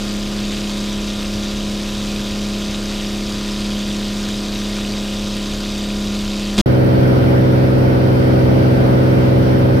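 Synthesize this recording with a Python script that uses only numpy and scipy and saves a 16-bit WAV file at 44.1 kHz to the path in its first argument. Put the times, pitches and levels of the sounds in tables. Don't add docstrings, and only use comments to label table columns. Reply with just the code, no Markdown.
import sys
import numpy as np
from scipy import signal
from scipy.fft import rfft, irfft, next_fast_len
from scipy.io import wavfile
from scipy.ndimage import uniform_filter1d

SR = 44100
rng = np.random.default_rng(int(sys.argv[2]) if len(sys.argv) > 2 else 0)


def level_to_linear(level):
    exponent = np.asarray(level, float) / 20
    return 10 ** exponent


def to_wav(sig):
    pcm = np.clip(np.atleast_2d(sig), -1, 1) * 32767
    pcm = np.round(pcm).astype(np.int16)
    wavfile.write(sys.argv[1], SR, pcm.T)


N = 432180
TIME = np.arange(N) / SR
CUT_S, RESUME_S = 6.6139, 6.6588
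STRIDE = 4


def tail_camera():
    # time_s, cycle_hz
    tail_speed = [(0, 34.25), (2.4, 34.23), (3.4, 34.25), (4.7, 34.18), (6.6, 34.14)]
    turns = -.045 + cycles(tail_speed)
    span = slice(0, round(RESUME_S * SR))
    drone = exhaust_drone(turns, span) + propeller(span)
    return drone[0] + camera_mount(exhaust_puffs(turns) + slipstream())


def exhaust_drone(turns, span):
    # multiple, level_db
    exhaust_levels = [(2, -42.5), (9, -41), (16, -46), (24, -58.5)]
    # multiple, level_db
    stack_levels = [(25, -55.5), (31, -58.5), (36, -56), (42, -60), (59, -78)]
    exhaust_family_db = [1.5, -3.5, -4.5, 1.5, 4, -19]
    stack_family_db = [-1, 0, -21, -16, -6.5, 6.5]
    # multiple, width_multiples, lift_db
    pipes_table = [(5, .8, 6), (8, .8, 3), (11, .8, 9), (14, .8, -6), (19, .8, 8), (24, .8, -4),
                   (28, .8, 5), (31, .8, 7), (34, .8, -4), (42, .8, 3), (43, .8, -7), (45, .8, 6),
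                   (49, .8, -5)]
    # multiple, level_db
    rattle = [(72, -58), (78, -59), (84, -61), (90, -59), (100, -58)]
    firing_db = -24
    low = []
    for k, db in orders(2, 24, exhaust_levels, exhaust_family_db, pipes_table):
        if k != 4:
            low.append((k, firing_db if k == 6 else db))
    high = orders(25, 59, stack_levels, stack_family_db, pipes_table) + rattle
    drone = tones(turns, low, unsteady_db=0.9, drift=.035, span=span, sweep=-.116)
    return drone + tones(turns, high, unsteady_db=1.5, drift=.026, span=span, sweep=.164)


def propeller(span):
    # shaft_multiple, level_db
    blade_levels = [(1, -31.5), (2, -46), (4, -48), (6, -57), (8, -56), (10, -60)]
    shaft_hz = 31.95
    return tones(shaft_hz * TIME, blade_levels, unsteady_db=0, drift=.046, span=span, sweep=.1053)


def exhaust_puffs(turns):
    # freq_hz, density_db_per_hz
    near_spectrum = [(900, -100), (2000, -74), (2500, -74.5), (3300, -68.5), (3900, -73), (4600, -72.5),
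                     (6500, -101), (9000, -100)]
    # freq_hz, density_db_per_hz
    crack_spectrum = [(4000, -100), (6500, -82.5), (8500, -85.5), (10000, -92), (12000, -91), (14000, -92),
                      (15300, -99)]
    # freq_hz, density_db_per_hz
    far_spectrum = [(500, -99), (1000, -71.5), (1900, -75), (3000, -77), (4800, -71), (6500, -75),
                    (9000, -83), (13000, -102)]
    near = bank(turns, offset=-.076, rise=.039, fall=.27, cylinder_db=[0, .5, -.5], scatter_db=1.5, repeat=.25)
    crack = bank(turns, offset=-.06, rise=.05, fall=.2, cylinder_db=[1.2, -1.5, .5], scatter_db=1.5, repeat=.01)
    far = bank(turns, offset=.322, rise=.04, fall=.39, cylinder_db=[.6, -.5, -.3], scatter_db=1.3, repeat=.12)
    puffs = filtered(near, density(near_spectrum))
    puffs += filtered(crack, density(crack_spectrum))
    puffs += filtered(far, density(far_spectrum))
    return level_to_linear(0.3 * wobble(3) + 0.45 * wobble(11)) * puffs


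def bank(turns, offset, rise, fall, cylinder_db, scatter_db, repeat):
    firing = 3 * turns - offset + 3 * rise
    since_open = firing % 1 - 3 * rise
    index = np.floor(firing).astype(int) + 1
    count = N // 200
    sizes = level_to_linear(np.resize(cylinder_db, count) + scatter_db * rng.standard_normal(count))[index]
    puff = sizes * np.where(since_open < 0, np.exp(-(since_open / rise) ** 2), np.exp(-since_open / fall))
    steps = 1290
    alike = rng.standard_normal(steps)[(turns % 1 * steps).astype(int)]
    air = np.sqrt(1 - repeat) * patchy(1.6)[0] + np.sqrt(repeat) * alike
    return air * puff / np.sqrt(np.mean(puff ** 2))


def slipstream():
    # freq_hz, density_db_per_hz
    hiss_spectrum = [(500, -95), (1100, -78), (2000, -78.5), (3600, -72), (6000, -75.5), (10000, -91),
                     (15000, -97)]
    # freq_hz, density_db_per_hz
    buffet_spectrum = [(12, -91), (28, -59), (65, -54), (150, -59.5), (300, -65), (520, -67), (780, -72.5),
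                       (1500, -96)]
    return filtered(patchy(0.99)[0], lambda hz: np.hypot(density(hiss_spectrum)(hz), density(buffet_spectrum)(hz)))


def camera_mount(rush):
    # freq_hz, width_hz, lift_db
    housing = [(1950, 60, -5), (2480, 70, 4), (2660, 70, 3), (3080, 90, 2.5), (3400, 180, 2.5),
               (3700, 260, 3), (3820, 70, 3.5), (4320, 70, -6), (4410, 80, 3), (4680, 70, 2), (5110, 90, 3),
               (5260, 60, -4), (5460, 70, -3), (6430, 80, -3)]
    top_hz = 15300
    return filtered(rush, lambda hz: bumps(housing, hz) * ripple(hz) * (hz < top_hz))


def ripple(hz):
    depth_db, spacing_hz, from_hz = 2.2, 55, 1800
    knots = rng.standard_normal(int(SR / 2 / spacing_hz) + 2)
    knots = np.clip(knots - uniform_filter1d(knots, size=4), -1.5, 1.2)
    return level_to_linear(depth_db * np.interp(hz / spacing_hz, np.arange(len(knots)), knots) * (hz > from_hz))


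def cabin():
    span = slice(round(CUT_S * SR), N)
    return cabin_boom(span) + neighbour_hum(span) + neighbour_crackle() + cabin_roar()


def cabin_boom(span):
    # time_s, cycle_hz
    cabin_speed = [(6.6, 21.317), (7.8, 21.33), (9.8, 21.333)]
    # multiple, left_db, right_db
    mode_levels = [(3, -28, -31), (4, -29, -27), (6, -17, -14), (8, -33, -33), (9, -24, -26),
                   (11, -32, -32), (12, -20, -27), (14, -29.5, -35.5), (15, -22, -23), (18, -22, -26),
                   (21, -35, -25), (24, -27, -31), (26, -25, -33), (27, -37, -26)]
    # multiple, level_db
    between_levels = [(2, -36), (13, -43.5), (20, -39), (25, -40), (34, -43.5), (42, -51)]
    silent = (5, 7, 16, 17, 19, 20, 23, 30, 35, 36, 39, 40, 41)
    # freq_hz, lead_radians
    left_lead = [(60, -.8), (128, 0), (200, .45), (260, -0.4), (390, -1.7), (450, 0.34), (550, .6),
                 (600, 4)]
    strong = [row[0] for row in mode_levels]
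    weak = []
    for k, db in orders(2, 42, between_levels, [0]):
        if k not in strong and k not in silent:
            weak.append((k, *(db + 1.5 * rng.standard_normal(2))))
    return tones(cycles(cabin_speed), mode_levels + weak, unsteady_db=0.1, drift=.07, span=span, sweep=.408,
                 lead=lambda k: along(left_lead, k * cabin_speed[0][1]))


def neighbour_hum(span):
    # pitch_hz, left_db, right_db
    hum_levels = [(102.75, -26.5, -25), (205.5, -31, -32), (1130, -62, -50), (3113, -59, -53)]
    return tones(TIME, hum_levels, unsteady_db=1.0, drift=.086, span=span, lead=lambda hz: 0)


def neighbour_crackle():
    # freq_hz, left_db_per_hz, right_db_per_hz
    crackle_spectrum = [(6500, -110, -125), (8350, -92, -101), (13000, -95, -100), (15700, -92, -100)]
    leader_cycle_hz = 34.23
    puffs = bank(leader_cycle_hz * TIME, offset=0, rise=.1, fall=.45, cylinder_db=[0, 0, 0], scatter_db=3, repeat=0)
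    ports = np.array([puffs, np.roll(puffs, 430)])
    crackle = filtered(ports, lambda hz: np.array([density(crackle_spectrum, port)(hz) for port in (1, 2)]))
    return level_to_linear(1.5 * wobble(6)) * crackle


def cabin_roar():
    # freq_hz, left_db_per_hz, right_db_per_hz
    roar_spectrum = [(18, -72, -72), (52, -49, -49), (98, -47, -46.5), (197, -47.5, -48), (390, -52, -50),
                     (700, -53, -54), (1230, -62.5, -58.5), (3000, -89.5, -103)]
    # freq_hz, left_db_per_hz, right_db_per_hz
    hiss_spectrum = [(700, -80, -79), (1530, -59, -57.5), (2490, -70.5, -68), (5680, -77.5, -78.5),
                     (7000, -92.5, -110), (9000, -87, -96), (13000, -84, -89.5), (15700, -94, -95)]
    # freq_hz, correlation
    likeness = [(30, .9), (120, .8), (220, .4), (400, -.4), (966, -.6), (2480, -.15), (6000, 0.05)]
    # freq_hz, width_hz, left_db, right_db
    panels = [(359, 26, -1, 6.5), (660, 140, 4, 5.5), (920, 170, 2.5, 2), (1124, 100, -2.5, -6),
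              (1460, 290, 1, 1.5), (1690, 240, -5, -4.5), (2370, 230, 3, -1), (3110, 86, -6, 5),
              (4650, 160, 0, 6), (10300, 550, -2, -8)]

    def share(hz):
        angle = np.arccos(np.clip(along(likeness, hz), -1, 1)) / 2
        return np.array([np.cos(angle), np.sin(angle)])

    def port(hz, column):
        air = np.hypot(density(roar_spectrum, column)(hz), density(hiss_spectrum, column)(hz))
        return air * bumps(panels, hz, column + 1)

    both, apart = filtered(patchy(0.83, channels=2), share)
    left = filtered(both + apart, lambda hz: port(hz, 1))
    right = filtered(both - apart, lambda hz: port(hz, 2))
    return level_to_linear(0.35 * wobble(1.97) + 0.45 * wobble(9)) * np.array([left, right])


def cycles(speed):
    return np.cumsum(np.interp(TIME, *np.transpose(speed))) / SR


def orders(first, last, envelope, family_db, pipes=()):
    rows = []
    for k in range(first, last + 1):
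        smooth_db = np.interp(k, *np.transpose(envelope))
        rows.append((k, smooth_db + family_db[k % len(family_db)] + lift_db(pipes, k)))
    return rows


def tones(turns, rows, unsteady_db, drift, span, sweep=0, lead=None):
    out, t = 0, TIME[span][::STRIDE]
    for multiple, *db in rows:
        angle = 2 * np.pi * (multiple * turns[span][::STRIDE] - sweep * multiple ** 2)
        angle = angle + drift * np.sqrt(multiple) * wobble(9, t)
        sides = [[0]] if lead is None else [[lead(multiple) / 2], [-lead(multiple) / 2]]
        level = np.sqrt(2) * level_to_linear(np.array(db)[:, None] + unsteady_db * wobble(7, t))
        out = out + level * np.cos(angle + sides)
    full = signal.resample_poly(out, STRIDE, 1, axis=1, window=("kaiser", 12))
    return np.pad(full, ((0, 0), (span.start, N)))[:, :N]


def wobble(rate, t=TIME):
    knots = rng.standard_normal(int(N * rate / SR) + 3)
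    return np.interp(t * rate, np.arange(len(knots)), knots)


def patchy(patchy_db, channels=1):
    z = signal.stft(rng.standard_normal((channels, N), dtype=np.float32), nperseg=512)[2]
    field = uniform_filter1d(rng.standard_normal(z.shape[1:]), size=6, axis=0)
    field = uniform_filter1d(field, size=10, axis=1)
    return signal.istft(z * level_to_linear(patchy_db * field / field.std()), nperseg=512)[1][:, :N]


def filtered(x, response):
    m = next_fast_len(N + 8192)
    return irfft(rfft(x, m) * response(np.fft.rfftfreq(m, 1 / SR)), m)[..., :N]


def density(points, column=1):
    return lambda hz: level_to_linear(along(points, hz, column)) * np.sqrt(SR / 2)


def along(points, hz, column=1):
    table = np.transpose(points)
    return np.interp(np.log(hz + 1), np.log(table[0] + 1), table[column])


def bumps(rows, hz, column=2):
    return level_to_linear(lift_db(rows, hz, column))


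def lift_db(rows, hz, column=2):
    return sum(row[column] / (1 + (2 * (hz - row[0]) / row[1]) ** 2) for row in rows)


def scene():
    jump_s, jump_db, sag_s, sag_db_per_s = 6.5792, 11, 6.607, 800
    edit_db = jump_db * np.clip((TIME - jump_s) / .0015 + .5, 0, 1)
    edit_db -= sag_db_per_s * np.maximum(TIME - sag_s, 0)
    tail_gain = level_to_linear(edit_db) * (TIME < CUT_S)
    cabin_gain = np.clip((TIME - RESUME_S) / .00056, 0, 1)
    return tail_gain * tail_camera() + cabin_gain * cabin()


def top_cut(x):
    return signal.sosfilt(signal.butter(12, 15640, fs=SR, output="sos"), x)


def record(dry):
    ceiling = .86
    held = dry / (1 + np.abs(dry / ceiling) ** 8) ** (1 / 8)
    return top_cut(held)


dry = scene()
out = record(dry)
to_wav(out)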